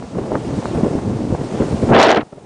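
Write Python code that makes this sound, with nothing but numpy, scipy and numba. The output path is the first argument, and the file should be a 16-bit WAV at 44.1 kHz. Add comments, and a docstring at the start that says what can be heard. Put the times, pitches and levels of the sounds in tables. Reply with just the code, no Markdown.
"""A hard gust of wind hits a small microphone under a wind turbine; lighter eddies buffet it before and after.
Gust and breeze are noise whose colour slides with air speed; single strong eddies thump as pressure pulses.
Overhead the blades swish about once a second, a smooth hiss with a slow swell.
The gust pushes the recorder's gain control down, and its slow recovery leaves the scene quiet."""
import sys
import numpy as np
from scipy import signal
from scipy.fft import rfft, irfft, next_fast_len
from scipy.io import wavfile
from scipy.ndimage import uniform_filter1d
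from numba import njit

SR = 44100
rng = np.random.default_rng(int(sys.argv[2]) if len(sys.argv) > 2 else 0)


def ratio_of_db(decibels):
    """Turn decibels (scalar or array-like) into linear amplitude factors; 0 dB maps to 1."""
    return 10 ** (np.asarray(decibels, float) / 20)


def wav_record(signal):
    """Record a signal, one row per channel, as 16-bit PCM in the file named by sys.argv[1]."""
    frames = np.transpose(np.atleast_2d(signal))
    bounded = np.clip(frames, -1, 1)
    # unit amplitude maps onto the largest positive 16-bit level
    quanta = np.round(bounded * 32767).astype(np.int16)
    wavfile.write(sys.argv[1], SR, quanta)


N = 108045  # samples, 2.45 s


def level(x, db):
    """Scale to an rms level in dB."""
    return x * ratio_of_db(db) / np.sqrt(np.mean(x ** 2))


def curve(table, axis):
    """Draw one column of a table as a line in time."""
    rows = np.array(table)
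    return np.interp(np.arange(N) / SR, rows[:, 0], rows[:, axis])


def walk(rate):
    """Random flutter, mostly below rate [Hz] with its slowest drift removed; rms 1."""
    hop = 16  # samples between flutter points
    size = next_fast_len(N // hop + 2)
    u = np.fft.rfftfreq(size, hop / SR) / rate
    shape = (4 * u) / (1 + 4 * u) / (1 + u ** 2)
    flutter = irfft(rfft(rng.standard_normal(size)) * shape, size)
    return np.interp(np.arange(N) / hop, np.arange(size), flutter / flutter.std())


def air(colour, speed, flutter, shared_db, own_db, rate):
    """Turbulence in third-octave bands: faster air shifts the colour up, bands puff together and flicker alone."""
    steady_below_hz = 1230  # large eddies keep their pace, small ones follow every flutter of speed
    f = np.fft.rfftfreq(N, 1 / SR)
    colour_hz, colour_db = np.transpose(colour)
    noise = rfft(rng.standard_normal(N))
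    puffs_db = shared_db * walk(rate)
    waver = flutter * walk(1.72 * rate)
    out, power = 0, 0
    for hz in 20 * 2 ** (np.arange(28) / 3):
        away = np.clip(3 * np.log2(f / hz + 1e-9), -1, 1)  # distance from the band centre, in thirds of an octave
        band = irfft(noise * np.cos(away * np.pi / 2) ** 2, N)
        scaled = np.log(hz / np.clip(speed, .1, 5))
        wavering = scaled - waver * hz / (hz + steady_below_hz)
        gain = ratio_of_db(np.interp(wavering, np.log(colour_hz), colour_db))
        out = out + gain * ratio_of_db(own_db * walk(rate / 2)) * band
        power = power + ratio_of_db(2 * np.interp(scaled, np.log(colour_hz), colour_db)) * hz
    # dividing by the expected power leaves speed to change the colour and not the loudness
    return level(out * ratio_of_db(puffs_db) / np.sqrt(power), 0)


def blades():
    """Trailing-edge hiss of the blades, smooth and distant, swelling as each one sweeps down."""
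    # colour of the blade wash: (frequency [Hz], density [dB per Hz])
    wash_colour = [(20, -5.5), (200, -3.5), (700, 2.5), (1500, -13.5), (2200, -15.5), (3400, -18.5),
                   (6000, -20.5), (8500, -23.5), (10000, -27.5)]
    mean_db, swish_db = -32.5, 2.5  # the swish swings this far either side of the mean
    pass_hz, near_s = 0.9, 0.65  # blade rate, and the time of one swell's peak
    t = np.arange(N) / SR
    swish = swish_db * np.cos(2 * np.pi * pass_hz * (t - near_s))
    hiss = air(wash_colour, np.ones(N), flutter=0.016, shared_db=0.32, own_db=.8, rate=17.0)
    return ratio_of_db(mean_db + swish) * hiss


def wind():
    """The breeze tumbling over the capsule: low, dull turbulence in short puffs."""
    # puffs of the breeze: (time [s], level [dB], air speed [relative to the breeze])
    breeze_puffs = [(0.0, -24, 1.1), (0.104, -30.5, 0.93), (0.184, -15.5, 1.26), (0.22, -20, 1.33),
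                    (0.288, -23, 1.45), (0.356, -15.5, 1.44), (0.388, -22, 0.97), (0.452, -24.5, 1.23),
                    (0.5, -13, 0.89), (0.542, -20.5, 1.07), (0.588, -18, 0.8), (0.63, -27, 2.2),
                    (0.658, -19.5, 0.65), (0.694, -24.5, 1.15), (0.778, -11, 1.15), (0.804, -21.5, 1.15),
                    (0.846, -11.5, 1.2), (0.894, -23, 1.27), (0.968, -17, 1.15), (1.004, -23.5, 0.98),
                    (1.084, -17, 0.87), (1.188, -20, 1.04), (1.216, -23, 1.15), (1.236, -22.5, 0.94),
                    (1.284, -20, 0.93), (1.33, -14, 0.85), (1.378, -26.5, 1.75), (1.4, -18.5, 1.02),
                    (1.484, -28.5, 1.18), (1.546, -20.5, 1.15), (1.574, -24, 1.37), (1.604, -14, 1.25),
                    (1.7, -24.5, 1.25), (1.742, -14.5, 0.92), (1.784, -24.5, 1.08), (1.836, -11.5, 1.08),
                    (1.868, -21, 0.98), (1.89, -10.5, 1.32), (1.93, -10.5, 1.8), (2.2, -16, 1.3),
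                    (2.25, -33, 1.4), (2.27, -28, 1.3), (2.285, -41, 1.1), (2.315, -38, 1.2),
                    (2.33, -18, 1.4), (2.355, -27.5, 1), (2.378, -19, 1.5), (2.395, -31, 1.4),
                    (2.45, -27, 1.2)]
    # colour of its eddies at relative speed 1: (frequency [Hz], density [dB per Hz])
    breeze_colour = [(15, -9), (30, -13.5), (95, 1), (300, -0.5), (430, -7), (700, -18), (1100, -27),
                     (1800, -39), (3000, -56), (8000, -85)]
    speed = curve(breeze_puffs, axis=2)
    tumble = air(breeze_colour, speed, flutter=0.19, shared_db=2.3, own_db=1.34, rate=45.)
    return ratio_of_db(curve(breeze_puffs, axis=1)) * tumble


def thumps():
    """Each strong eddy gives the diaphragm one smooth, rounded push, with a dip on either side."""
    # single eddies: (time [s], peak level [dB], width as a frequency [Hz], sign of the push [+1 or -1])
    strong_eddies = [(0.0254, -10.5, 764, 1), (0.184, -9, 600, 1), (.319, -3, 600, -1),
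                     (0.3275, -5, 525, 1), (0.3475, -7, 490, 1), (.352, -5, 700, 1), (0.3548, 1, 1070, -1),
                     (0.6563, -3.5, 950, 1), (0.502, -21, 350, 1), (.776, -11, 298, -1), (.81, -8, 600, 1),
                     (0.848, -8, 600, -1), (0.989, -12.5, 890, 1), (0.953, -2.5, 394, -1),
                     (1.24, -8.5, 350, 1), (1.326, -2, 354, 1), (1.836, -5, 400, -1),
                     (1.8914, -5.5, 700, 1), (2.1795, -3, 503, -1)]
    t, out = np.arange(N) / SR, 0
    for at, db, hz, sign in strong_eddies:
        u = np.abs(np.pi * hz * np.clip(t - at, -.05, .05)) ** 1.9
        pulse = (1 - 1.05 * u) * np.exp(-u)
        out = out + np.sign(sign) * ratio_of_db(db) * pulse
    return out


def gust():
    """A fast jet of air, brighter the faster it blows; its flutter tears the hiss into shreds."""
    # course of the gust: (time [s], level [dB] ahead of the port, air speed [relative to its peak])
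    gust_course = [(1.87, -35, 0.36), (1.89, -25.5, .33), (1.903, -31.5, 0.56), (1.91, -4.5, 0.13),
                   (1.928, -6, 0.4), (1.932, 1, 0.33), (1.945, -5, 0.71), (1.97, 2, 0.63), (1.99, 3, .9),
                   (2.02, 4.5, 1.09), (2.05, 5.5, 1.04), (2.065, 2.5, 0.91), (2.09, 1, 0.87),
                   (2.11, 3, 1.09), (2.125, 3.5, 0.81), (2.135, -2, 0.71), (2.155, -3.5, 0.87),
                   (2.175, 3, 0.62), (2.19, -6.5, 0.5), (2.21, -8, 0.65), (2.232, -15, 0.26),
                   (2.242, -51, 0.28)]
    # colour of its eddies at relative speed 1: (frequency [Hz], density [dB per Hz])
    jet_colour = [(15, -34.5), (60, -18.5), (220, -8.5), (400, 0.5), (740, -1), (1100, -7), (2000, -11),
                  (3300, -16), (4600, -20.5), (6500, -32.5), (10000, -51), (30000, -79)]
    port_hz, port_width_hz, port_db = 700, 190, -3.5  # the microphone's opening sings when blown hard
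    t = np.arange(N) / SR
    blowing = (t > gust_course[0][0]) & (t < gust_course[-1][0])
    speed = curve(gust_course, axis=2)
    hiss = air(jet_colour, speed, flutter=0.2, shared_db=1.45, own_db=1.37, rate=99.0)
    jet = blowing * ratio_of_db(curve(gust_course, axis=1)) * hiss
    port = signal.lfilter(*signal.iirpeak(port_hz, port_hz / port_width_hz, fs=SR), jet)
    return jet + ratio_of_db(port_db) * port


def scene():
    """All sources summed at one microphone."""
    return (blades() + wind() + thumps() + gust())[None, :]


@njit
def ride(loud_db, top_db, start_db, attack, rise_db):
    """Gain in dB: falls fast while the sound is over the top, creeps back towards 0 otherwise."""
    g, out = start_db, np.empty(len(loud_db))
    for i in range(len(loud_db)):
        over = loud_db[i] + g - top_db
        g = g - attack * over if over > 0 else min(g + rise_db, 0.)
        out[i] = g
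    return out


def roll_off(x):
    """The treble ends steeply here."""
    return signal.sosfilt(signal.butter(12, 10070, fs=SR, output="sos"), x)


def record(dry):
    """The recorder: gain control, circuit hiss, a low cut, rounded peaks and a steep treble cut."""
    top_db, start_db = -7.5, -3.5  # loudness the control holds down to, and its gain at the start
    attack_s, rise_db_s, sense_s = 0.0074, 3, 0.013  # time constant [s], recovery [dB/s], loudness window [s]
    hiss_db, low_cut_hz, top_hz = -59, 45, 10050
    loud_db = 10 * np.log10(uniform_filter1d(dry[0] ** 2, int(sense_s * SR)) + 1e-12)
    gain_db = ride(loud_db, top_db, start_db, 1 / (attack_s * SR), rise_db_s / SR)
    x = dry * ratio_of_db(gain_db) + ratio_of_db(hiss_db) * rng.standard_normal(N)
    x = signal.lfilter(*signal.butter(1, low_cut_hz, "high", fs=SR), x)
    x = x / (1 + np.abs(x) ** 4) ** .25  # peaks round off towards full scale
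    x = signal.sosfilt(signal.ellip(10, .2, 80, top_hz, fs=SR, output="sos"), x)
    return roll_off(x)


dry = scene()
out = record(dry)
wav_record(out)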